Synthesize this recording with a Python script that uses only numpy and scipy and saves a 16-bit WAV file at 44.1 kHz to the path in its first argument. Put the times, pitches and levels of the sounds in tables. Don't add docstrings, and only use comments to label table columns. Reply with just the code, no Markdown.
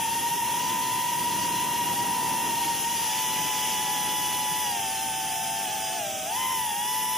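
import sys
import numpy as np
from scipy import signal
from scipy.fft import rfft, irfft, next_fast_len
from scipy.io import wavfile

SR = 44100
rng = np.random.default_rng(int(sys.argv[2]) if len(sys.argv) > 2 else 0)


def volts_from_decibels(level):
    exponent = np.asarray(level, float) / 20
    return 10 ** exponent


def inscribe(sig):
    pcm = np.round(np.clip(np.atleast_2d(sig).T, -1, 1) * 32767)
    wavfile.write(sys.argv[1], SR, pcm.astype(np.int16))


N = 316197
PADDED = next_fast_len(N)
BIN_HZ = np.arange(PADDED // 2 + 1) * SR / PADDED
TIME_S = np.arange(N) / SR
TOP_HZ = 15530
CRUISE_HZ = 900
WHINE_MULTIPLE = 12


def rms_one(x):
    return x / np.sqrt(np.mean(x ** 2) + 1e-20)


def in_time(rows):
    s, *columns = np.transpose(rows)
    return np.array([np.interp(TIME_S, s, column) for column in columns])


def at_hz(points, hz):
    knots_hz, levels_db = np.array(points)[:, 0], np.array(points)[:, 1]
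    return np.interp(np.log(hz + 1e-9), np.log(knots_hz), levels_db)


def drift(rate):
    pole = np.exp(-80 * np.pi * rate / SR)
    noise = rng.standard_normal(N // 40 + 2002)
    slow = signal.lfilter([1], [1, -2 * pole, pole * pole], noise)[2000:]
    return np.interp(np.arange(N) / 40, np.arange(len(slow)), rms_one(slow))


def sides(db):
    return volts_from_decibels(np.reshape([db / 2, -db / 2], (2, -1)))


def arriving(angle, pan_db, lead):
    phases = np.reshape([lead / 2, -lead / 2], (2, -1))
    return np.sqrt(2) * sides(pan_db) * np.sin(angle + phases)


# start_s, pitch_hz
THROTTLE_CURVE = [(0, 915), (.22, 935), (.7, 955), (1.9, 955), (2.4, 941), (3.2, 930.7), (3.95, 918.5),
                  (4.63, 920.5), (4.83, 833), (5.3, 823.3), (5.6, 836), (5.97, 813), (6.08, 714),
                  (6.25, 695.4), (6.38, 962), (6.52, 980), (6.74, 868.6), (6.9, 927.5)]
# start_s, offset_hz
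BANK_CURVE = [(0, -20.4), (.22, -5.1), (.37, -8.4), (.61, -18.3), (.69, -38.7), (1.04, -29.4), (1.09, -14),
              (1.45, -14.3), (1.65, -26.6), (1.84, -1.2), (1.96, .5), (2.17, -32.1), (2.37, -27.5),
              (2.87, 7.4), (3.14, 46.1), (3.5, 64), (4.6, 64), (4.9, 56)]
# start_s, offset_hz
NOSE_CURVE = [(.2, 105), (.35, 76), (.68, 123), (.9, 124), (2.75, 102), (3.5, 128), (3.9, 95), (4.599, 102),
              (4.85, 107), (5.3, 91), (5.75, 134), (5.98, 104), (6.25, 87), (6.4, 112), (6.55, 96),
              (6.8, 62), (7.1, 10), (7.17, 31)]
# start_s, offset_hz
TWIST_CURVE = [(0, 27.5), (.5, 24.6), (.68, 6), (.9, 29), (2.35, 41.7), (3.3, 23.6), (4.9, 38.6),
               (5.4, 25.6), (5.75, 42), (6.09, 9), (6.25, 10), (6.4, 38), (6.551, 50), (6.8, 40),
               (6.95, 16)]
# centre_s, half_length_s, front_pair_hz, bank_hz
QUICK_CORRECTIONS = [(.48, .05, -6, -11.8), (.8, .02, -8, 11.5), (1.15, .02, -8, -7.6),
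                     (1.275, .025, 4, 12.3), (1.32, .025, -12, -14.4), (1.89, .04, 0, -14.9),
                     (1.965, .02, 0, -5.5), (2.02, .02, 0, 5.5), (2.34, .02, 0, -15.4), (2.53, .03, 0, 5.5),
                     (2.81, .03, -4, -3.9), (2.9, .04, 12, 0), (2.99, .04, 0, -16.1), (3.12, .05, -8, 0),
                     (3.22, .03, 6, 4), (3.5, .025, 10, 10), (3.69, .05, 8, -8), (4.79, .04, 0, -9),
                     (5.58, .08, 0, -8), (5.685, .02, -48, 4), (5.74, .03, 5, -20), (5.82, .08, -4, -8),
                     (6.16, .1, 0, 8), (6.49, .085, 0, -17), (6.7, .04, 0, -18)]


def pitches():
    curves = (THROTTLE_CURVE, BANK_CURVE, NOSE_CURVE, TWIST_CURVE)
    throttle, bank, nose, twist = (in_time(rows)[0] for rows in curves)
    centre_s, half_s, front_hz, bank_hz = np.transpose(QUICK_CORRECTIONS)[:, :, None]
    bells = np.exp(-((TIME_S - centre_s) / half_s) ** 2)
    front = throttle + (front_hz * bells).sum(axis=0)
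    bank = bank + (bank_hz * bells).sum(axis=0)
    rear = throttle - nose
    return front + bank, front - bank, rear + twist, rear - twist


def hunting(hz):
    swings_per_s = 8.5
    angle = 2 * np.pi * swings_per_s * TIME_S + 2.5 * drift(1.5)
    swing = rms_one(np.sin(angle) * volts_from_decibels(4 * drift(1.2)))
    return hz * (swing + 0.5 * drift(17.46))


HARMONICS = {2: (11.3, 10.9, 1.5, 2.5), 3: (4.5, -18, -3, -23), 4: (-3.5, 4, -9, -15), 6: (-2, -24, 7, 16)}
# frequency_hz, density_db_per_hz
HOUSING_COLOUR = [(500, -8), (1400, -11.5), (2300, -5.5), (2800, -1.5), (3400, 0.54), (3700, -11),
                  (4050, -5), (4800, -5), (5050, -8), (6000, -1), (7800, -8), (9200, -8.5), (10500, -5),
                  (13300, -7.5), (15200, -3.5)]


def rotor(pitch, unrest_hz, shade_db, strength, whine_gain, harmonics_db, place, whine_place, flutter_db):
    hz = pitch + unrest_hz
    octaves = np.log2(pitch / CRUISE_HZ)
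    tone_db, bite_db = np.reshape(strength, (2, 2)) @ [np.ones(N), octaves]
    angle = 2 * np.pi * np.cumsum(hz) / SR
    sound = volts_from_decibels(tone_db + shade_db + flutter_db * drift(29.0)) * arriving(angle, *place)

    for multiple, db in zip(HARMONICS, harmonics_db):
        gain = volts_from_decibels(bite_db + db + 1.4 * at_hz(HOUSING_COLOUR, multiple * hz) + 1.78 * drift(44.0))
        sound = sound + gain * np.sqrt(2) * np.sin(multiple * angle + rng.uniform(0, 2 * np.pi))

    knots_hz, pans_db, leads = np.transpose(whine_place)
    whine_pan_db = np.interp(WHINE_MULTIPLE * hz, knots_hz, pans_db)
    whine_lead = np.interp(WHINE_MULTIPLE * hz, knots_hz, leads)
    whine = arriving(WHINE_MULTIPLE * angle, whine_pan_db, whine_lead)
    whine_db = at_hz(whine_gain, WHINE_MULTIPLE * pitch) + 2.5 + 2.0 * drift(34.0)
    return sound + volts_from_decibels(whine_db) * whine


# blade_tone_db, its_rise_db_per_octave, harmonics_db, their_rise_db_per_octave
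ROTOR_STRENGTH = [
    (-32, 3.5, -46.5, 12),
    (-34, 14.5, -47.5, 5),
    (-52.5, 4, -47.5, 2),
    (-49, 7, -60, 12),
]
# left_right_db, left_lead_rad
ROTOR_PLACE = [
    (-2.0, .35),
    (2.6, -.17),
    (1.5, -.2),
    (6.5, .15),
]
# frequency_hz, level_db
WHINE_RESPONSE = [
    [(9300, -46), (10400, -56), (10600, -43), (11150, -44), (11800, -40), (12200, -43)],
    [(7550, -50), (9250, -44.5), (10200, -40), (10800, -38.5), (11600, -41.5)],
    [(7500, -54), (9000, -46), (10150, -45), (10450, -40.5), (11000, -42)],
    [(7200, -54), (8300, -45), (9400, -40), (9800, -41), (10500, -38)],
]
# frequency_hz, left_right_db, left_lead_rad
WHINE_ARRIVAL = [
    [(9200, 0, 4.2), (10600, 7, 4.5), (11100, 9, 2.4), (11800, -1, 4.4)],
    [(9200, -3, 4.4), (10300, 4, 2.1), (10700, 7, 2.4), (11600, 4, 2.8)],
    [(9100, -3, 4.6), (10100, 1, 2.3), (10500, 1, 2.4), (11000, 3, 2.4)],
    [(8300, -1, 3.1), (9400, -1, 2.3), (9900, 0, 2.6), (10500, 1, 2.3)],
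]
# start_s, level_db
TURN_SHADE = [(2.73, -0.5), (2.8, -5.5), (3.2, -4), (3.8, -5), (4.2, -3.5), (6.2, -4.5), (6.45, -2.5),
              (6.75, -3.5), (7.1, -2)]


def rotors():
    shade_db = in_time(TURN_SHADE)[0]
    shades = shade_db, 0, 2.0 * drift(1.7), -1.1 * shade_db + 3.9 * drift(2.1)
    together, apart, fast, slow = map(hunting, (4.5, 3.5, 4, 6))
    steep = np.clip(in_time(BANK_CURVE)[0] / 45 - 1, 0, .2) / .2
    together, apart = together * (1 - .4 * steep), apart * steep
    unrest = together + apart, together - apart, fast, slow
    harmonics_db = np.transpose(list(HARMONICS.values()))
    rows = zip(pitches(), unrest, shades, ROTOR_STRENGTH, WHINE_RESPONSE, harmonics_db,
               ROTOR_PLACE, WHINE_ARRIVAL)
    return sum(rotor(*row, flutter_db=1.0) for row in rows)


# start_s, wind_db, wash_db
AIR_LEVELS = [(0, -42, -38.5), (.4, -41.5, -39.5), (.68, -39.5, -38), (1.04, -42.5, -40),
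              (1.46, -37, -38.5), (2.14, -39, -40), (2.64, -39, -38.5), (3.05, -45, -37),
              (3.55, -43.5, -36), (4.27, -44, -38), (5.33, -47, -39), (6.27, -47.5, -39), (6.41, -45, -40),
              (6.77, -49.5, -41), (7.17, -50.5, -40)]
# frequency_hz, density_db_per_hz
OPPOSED_COLOUR = [(500, -12), (1400, -18.5), (2200, -21.5), (3800, -33.5), (4500, -19), (5300, -17),
                  (6300, -8.5), (7300, -11.5), (8200, -3.5), (8900, -7), (10000, 1.5), (12500, -7.5),
                  (13600, -3), (15200, -6)]
RANGE_FOLLOWS = [
    (0.96, 7.5),
    (1, 2.5),
    (0.16, 6.0),
]


def wash(patchy_db):
    mean_db = -39
    swing_db = in_time(AIR_LEVELS)[1] - mean_db
    octaves = np.log2(in_time(THROTTLE_CURVE)[0] / CRUISE_HZ)
    levels_db = [mean_db + share * swing_db + rise_db * octaves for share, rise_db in RANGE_FOLLOWS]

    colour = volts_from_decibels(np.array([at_hz(HOUSING_COLOUR, BIN_HZ), at_hz(OPPOSED_COLOUR, BIN_HZ)]))
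    common, opposed = rfft(rng.standard_normal((2, PADDED))) * colour
    both = common + opposed * [[1], [-1]]
    both = both * np.clip(BIN_HZ / 400, 0, 1) ** 2 * (BIN_HZ < TOP_HZ)
    low, up_to_high = (1 / (1 + (BIN_HZ / edge_hz) ** 12) for edge_hz in (3900, 7700))

    out = 0
    for band, db, lift_db in zip((low, up_to_high - low, 1 - up_to_high), levels_db, (1.2, 1.6, 3.6)):
        noise = rms_one(irfft(both * band, PADDED)[:, :N])
        out = out + volts_from_decibels(db + lift_db + patchy_db * drift(8.0)) * noise
    return out


def port_noise(spectrum, own_db, own_pan_db):
    shape = volts_from_decibels(at_hz(spectrum, BIN_HZ)) * np.clip(BIN_HZ / 25, 0, 1) ** 2 * (BIN_HZ < 5500)
    common, left, right = rfft(rng.standard_normal((3, PADDED))) * shape
    own = volts_from_decibels(own_db) * np.array([left, right]) * sides(own_pan_db)
    own = own / (1 + (BIN_HZ / 1900) ** 4)
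    return rms_one(irfft(common + own, PADDED)[:, :N])


# frequency_hz, density_db_per_hz
GUST_COLOUR = [(60, -28), (110, -3), (190, 0), (340, -1), (550, -10), (1000, -12), (1600, -15.5),
               (2400, -28), (4400, -23), (5500, -33)]
# frequency_hz, density_db_per_hz
RUMBLE_COLOUR = [(25, -26), (50, -14), (75, -3.5), (120, 0), (200, 0), (400, -19)]


def wind(lumpy_db):
    level_db = in_time(AIR_LEVELS)[0] + 0.27
    gust_gain = volts_from_decibels(level_db + lumpy_db * (drift(5.6) + drift(2.5)))
    gusts = gust_gain * port_noise(GUST_COLOUR, -6.5, -2.5) * sides(-1.8)
    rumble_gain = volts_from_decibels(-50 + 0.16 * (level_db + 45.5))
    return gusts + rumble_gain * port_noise(RUMBLE_COLOUR, -15.0, 0.1)


# start_s, end_s, multiple_of_blade_pitch, level_db
WHISTLE_SPELLS = [
    (1.1, 2.9, 5.19, -56),
    (2.93, 4.77, 5.17, -50),
    (4.79, 6.0, 5.75, -50),
    (6.35, 6.62, 5.19, -54),
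    (6.85, 7.3, 5.19, -49),
]


def whistle(wander_hz):
    fade_s = .04
    blade_hz = pitches()[0]
    wander = wander_hz * drift(11.25)
    out = 0
    for start_s, end_s, multiple, db in WHISTLE_SPELLS:
        spell = np.clip(np.minimum(TIME_S - start_s, end_s - TIME_S) / fade_s + .5, 0, 1)
        angle = 2 * np.pi * np.cumsum(multiple * blade_hz + wander) / SR
        out = out + volts_from_decibels(db) * spell * np.sin(angle)
    return volts_from_decibels(3.0 + 2.37 * drift(9.4)) * np.sqrt(2) * out


def scene():
    return rotors() + wash(patchy_db=0.48) + wind(lumpy_db=1.05) + whistle(wander_hz=22.0)


# centre_hz, width_hz, usual_depth (0-1), depth_gained in calm (0-1)
HOLLOW_BANDS = [(4150, 170, .35, .45), (4450, 130, .3, .35), (4740, 140, .45, .25), (13650, 160, .2, 0),
                (12900, 450, .15, 0)]


def hollowed(x):
    common = rfft(x.mean(axis=0), PADDED)
    calm = np.clip((-39 - in_time(AIR_LEVELS)[0]) / 16, 0, 1)
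    calm = calm + np.clip((930 - in_time(THROTTLE_CURVE)[0]) / 160, 0, .6)
    for hz, width_hz, depth, more in HOLLOW_BANDS:
        band = irfft(common * np.exp(-.5 * ((BIN_HZ - hz) / width_hz) ** 4), PADDED)[:N]
        x = x - np.clip(depth + more * calm + .3 * drift(9.0), 0, .97) * band
    return x


def low_pass(x):
    return signal.sosfilt(signal.butter(12, 16830, fs=SR, output="sos"), x)


def record(dry):
    rounded = 0.18 * np.tanh(volts_from_decibels(0.39) * dry / 0.2)
    spectrum = rfft(hollowed(rounded), PADDED)
    mix = irfft(spectrum * (BIN_HZ < TOP_HZ), PADDED)[:, :N]
    return low_pass(mix)


dry = scene()
out = record(dry)
inscribe(out)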